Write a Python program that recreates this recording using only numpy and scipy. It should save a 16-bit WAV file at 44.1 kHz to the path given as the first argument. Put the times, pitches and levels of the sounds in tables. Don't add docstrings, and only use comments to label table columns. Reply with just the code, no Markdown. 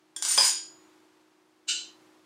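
import sys
import numpy as np
from scipy import signal
from scipy.fft import rfft, irfft, next_fast_len
from scipy.io import wavfile
from scipy.ndimage import uniform_filter1d

SR = 44100
rng = np.random.default_rng(int(sys.argv[2]) if len(sys.argv) > 2 else 0)


def wav_out(sig):
    wavfile.write(sys.argv[1], SR, np.round(np.clip(np.atleast_2d(sig).T, -1, 1) * 32767).astype(np.int16))


N = 99225
T = np.arange(N) / SR
TAIL = T[:SR * 2 // 3]
CONTACT_S = .0036


def amp(db):
    return 10 ** (np.asarray(db) / 20)


def unit(x):
    return x / np.sqrt(np.mean(x ** 2) + 1e-20)


def read(points, hz):
    f, value = np.transpose(points)
    return np.interp(np.log(hz + 1), np.log(f + 1), value)


def add(mix, start_s, sound):
    part = mix[round(start_s * SR):][:len(sound)]
    part += sound[:len(part)]


def fade(t, t60):
    return np.exp(-np.log(1000) * t / t60)


def convolve(x, response):
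    response = response / np.linalg.norm(response)
    size = next_fast_len(len(x) + len(response), True)
    return irfft(rfft(x, size) * rfft(response, size), size)[:N]


def colour(x, points, size=4096):
    log_gain = np.log(amp(read(points, abs(np.fft.fftfreq(size, 1 / SR)))))
    spectrum = np.exp(np.conj(signal.hilbert(log_gain)))
    return convolve(x, np.fft.ifft(spectrum).real[:size // 2])


def ring(modes):
    return sum(amp(db) * fade(TAIL, t60) * np.sin(2 * np.pi * hz * TAIL) for hz, db, t60 in modes)


def clicks(per_s, spread_db):
    size = amp(spread_db * np.minimum(rng.exponential(1, N), 3)) * rng.choice([-1, 1], N)
    return unit(size * (rng.random(N) < per_s / SR))


def room(x, wet_db, build_s):
    # frequency_hz, t60_s
    decay_times = [(100, 0.45), (500, 0.33), (1500, 0.33), (3200, 0.496), (6000, 0.49), (9000, .31),
                   (14000, 0.13)]
    hz, t, bands = signal.stft(rng.standard_normal(len(TAIL)), SR, nperseg=256)
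    tail = signal.istft(bands * fade(t, read(decay_times, hz)[:, None]), SR)[1][:len(TAIL)]
    tail *= np.minimum(TAIL / build_s, 1)
    tail *= np.exp(-(TAIL / .25) ** 4)
    return x + amp(wet_db) * convolve(x, tail)


def background():
    # pitch_hz, level_db
    tones = [(312.0, -63.5), (340, -72.5), (368.6, -66.5)]
    # frequency_hz, relative_db
    air_spectrum = [(25, -42.5), (60, -23), (120, -6.5), (200, -3.5), (300, -3), (520, -3), (950, -1.5),
                    (2000, -8.5), (4200, -12.5), (7500, -17), (11000, -23), (15800, -30.5)]
    hum = sum(amp(db) * np.sqrt(2) * np.sin(2 * np.pi * (hz * T + rng.random())) for hz, db in tones)
    air_gain = amp(read(air_spectrum, np.fft.rfftfreq(N, 1 / SR)))
    air = irfft(rfft(rng.standard_normal(N)) * air_gain, N)
    return hum + amp(-62) * unit(air)


def smack():
    # frequency_hz, relative_db
    click_spectrum = [(60, -80.5), (700, -60.5), (1150, -39.5), (1500, -0.5), (1900, -18), (2300, -10.5),
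                      (2700, 0.5), (3100, 3.5), (3400, -4.5), (3900, 3), (5500, -4), (7400, 0.5),
                      (8800, -7), (9800, -29.5), (12000, -28), (14500, -55.5)]
    # pitch_hz, relative_db, t60_s
    cavity_modes = [(1490, 0, .03), (1590, -2, .03), (2537, -6, .07), (3030, -7, .07), (3100, -4, .07),
                    (3790, -11, .04), (4057, -12, .12)]
    start_s, rise_s = 1.670, .02315
    t = np.maximum(T - start_s, 0)
    swell = np.minimum(t / rise_s, 1) ** 2 * fade(np.maximum(t - rise_s, 0), t60=.0703)
    clicking = colour(amp(-22.5) * swell * clicks(per_s=3000, spread_db=4), click_spectrum)
    cavity = convolve(clicking, ring(cavity_modes))
    return room(amp(-3.5) * clicking + amp(-17) * cavity, wet_db=2.5, build_s=.0064)


def cup(modes, blows):
    supply, ringing = np.zeros((2, N))
    for start_s, db in blows:
        add(supply, start_s, amp(db) ** 2 * np.diff(np.minimum(TAIL / CONTACT_S, 1) ** 3))
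    for hz, db, t60 in modes:
        energy = signal.lfilter([1], [1, -fade(1 / SR, t60) ** 2], supply)
        ringing += amp(db) * np.sqrt(energy) * np.sin(2 * np.pi * (hz * T + rng.random()))
    return ringing


def bar_measure():
    # start_s, crack_db, rim_db, big_cup_db, small_cup_db, thud_db
    blows = [(0.162, -36.5, -25, -55, -37, -60), (0.2228, -23.5, -24, -53.5, -38.5, -57),
             (0.2489, -22.5, -40, -50, -39.5, -43), (0.2822, -32.5, -34.5, -55.5, -23, -64.5),
             (.3080, -31.5, -40, -49, -24, -58), (.3270, -28.5, -36, -47.5, -24.5, -54.5),
             (0.3756, -18.5, -17, -13.5, -38.5, -20.5), (0.4014, -24.5, -35, -24, -37, -34),
             (0.4434, -26.5, -32, -34.5, -24.5, -38), (.4730, -30, -33, -31, -28, -60),
             (.4950, -29, -49, -34.5, -35.5, -60.5)]
    # time_s, relative_db
    chatter_levels = [(.222, -48.5), (.245, -39.5), (.28, -31), (.33, -32), (.365, -38.5), (.39, -30),
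                      (.45, -28), (.49, -38), (.51, -60.5), (.56, -53)]
    # frequency_hz, relative_db
    crack_spectrum = [(60, -65), (300, -44), (600, -30.5), (850, -9.5), (1300, -13), (1700, -9), (2500, -9),
                      (2900, -6.5), (3400, -6.5), (4100, -6.5), (5200, -0.5), (6400, -3.5), (7700, -0.5),
                      (8300, -4), (9600, 0.5), (10300, -10.5), (10900, -35.5), (11900, -11.5),
                      (12650, -33.5), (13450, -11.5), (14100, -29.5), (14500, -21), (15800, -35.5)]
    thud_spectrum = [(25, -54.5), (55, -36.5), (95, -16), (250, -10.5), (600, -1.5), (1000, 9), (1250, -5),
                     (1700, -1.5), (3000, -14.5), (6000, -24.5)]
    # pitch_hz, relative_db, t60_s
    rim_modes = [(1025, -22.5, 0.031), (1591.4, -26, 0.45), (3312.7, -8, 0.056), (3525.4, -4, 0.022),
                 (4706, -20.5, 0.082), (5290, 1, 0.016), (7118, -15, 0.061), (7290, 0.5, 0.021),
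                 (9560, -2, 0.018)]
    counter_modes = [(868, -10, .17), (958, -8, .14), (1014, 0, .26), (1653, -11, .22), (2428, -7, .3)]
    big_modes = [(3273, -15, .3), (4731, -10, .28), (4875, -12, .33), (4931, -8, .33), (4970, -7, .33),
                 (5002, -12, .27), (5049, -13, .25), (5202, -10, .27), (6191, -14, .25)]
    small_modes = [(6375, -13, .22), (7024, -6, .26), (7582, -15, .22), (8821, 3, .21), (8866, -4, .26),
                   (11806, -23, .23), (13286, -19, .16), (13738, -22, .15)]
    free_modes = [(6892, -3, .4976), (7047, -11.5, .33)]
    let_go_s = .42

    contact = np.minimum(TAIL / CONTACT_S, 1)
    pulse, onset = np.sin(np.pi * contact), np.sin(np.pi / 2 * contact) ** 2
    rim, counter = ring(rim_modes), amp(-4.5) * ring(counter_modes)
    cracks, pings, thuds = np.zeros((3, N))
    on_big, on_small = [], []
    for start_s, crack_db, rim_db, big_db, small_db, thud_db in blows:
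        grit, knock = rng.standard_normal((2, len(TAIL)))
        add(cracks, start_s, amp(crack_db) * pulse * grit)
        add(pings, start_s, onset * (amp(rim_db) * rim + amp(thud_db) * counter))
        add(thuds, start_s, amp(thud_db) * onset * fade(TAIL, t60=.055) * knock)
        on_big.append((start_s, big_db))
        on_small.append((start_s, small_db))
    on_free = [(start_s, db) for start_s, db in on_small if start_s > let_go_s]
    rings = cup(big_modes, on_big) + cup(small_modes, on_small) + cup(free_modes, on_free)

    chatter_db = np.interp(T, *np.transpose(chatter_levels), left=-120, right=-120)
    chatter = amp(chatter_db) * clicks(per_s=600, spread_db=3)
    jangle = amp(-4.5) * convolve(chatter, onset * ring(small_modes))
    clatter = colour(amp(-.5) * cracks + amp(-2.5) * chatter, crack_spectrum)
    return (room(clatter, wet_db=1.5, build_s=.0045)
            + room(colour(thuds, thud_spectrum), wet_db=1.5, build_s=.005)
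            + room(pings, wet_db=-6.5, build_s=.007)
            + room(rings + jangle, wet_db=-6.5, build_s=.006))


def scene():
    return (bar_measure() + smack() + background())[None]


def record(dry):
    threshold_db, knee_db, depth_db = -56, 9.5, 6.5
    hold_s, close_s, cutoff_hz = .19, .524, 15850
    level_db = 10 * np.log10(abs(uniform_filter1d(dry[0] ** 2, size=400)) + 1e-12)
    trigger = np.clip((level_db - threshold_db) / knee_db, 0, 1) * (1 + hold_s / close_s)
    opening = np.minimum(np.maximum.accumulate(trigger + T / close_s) - T / close_s, 1)
    low_pass = signal.firwin(511, cutoff_hz, window=("kaiser", 9), fs=SR)
    return signal.oaconvolve(dry * amp(depth_db * (opening - 1)), low_pass[None], "same")


dry = scene()
out = record(dry)
wav_out(out)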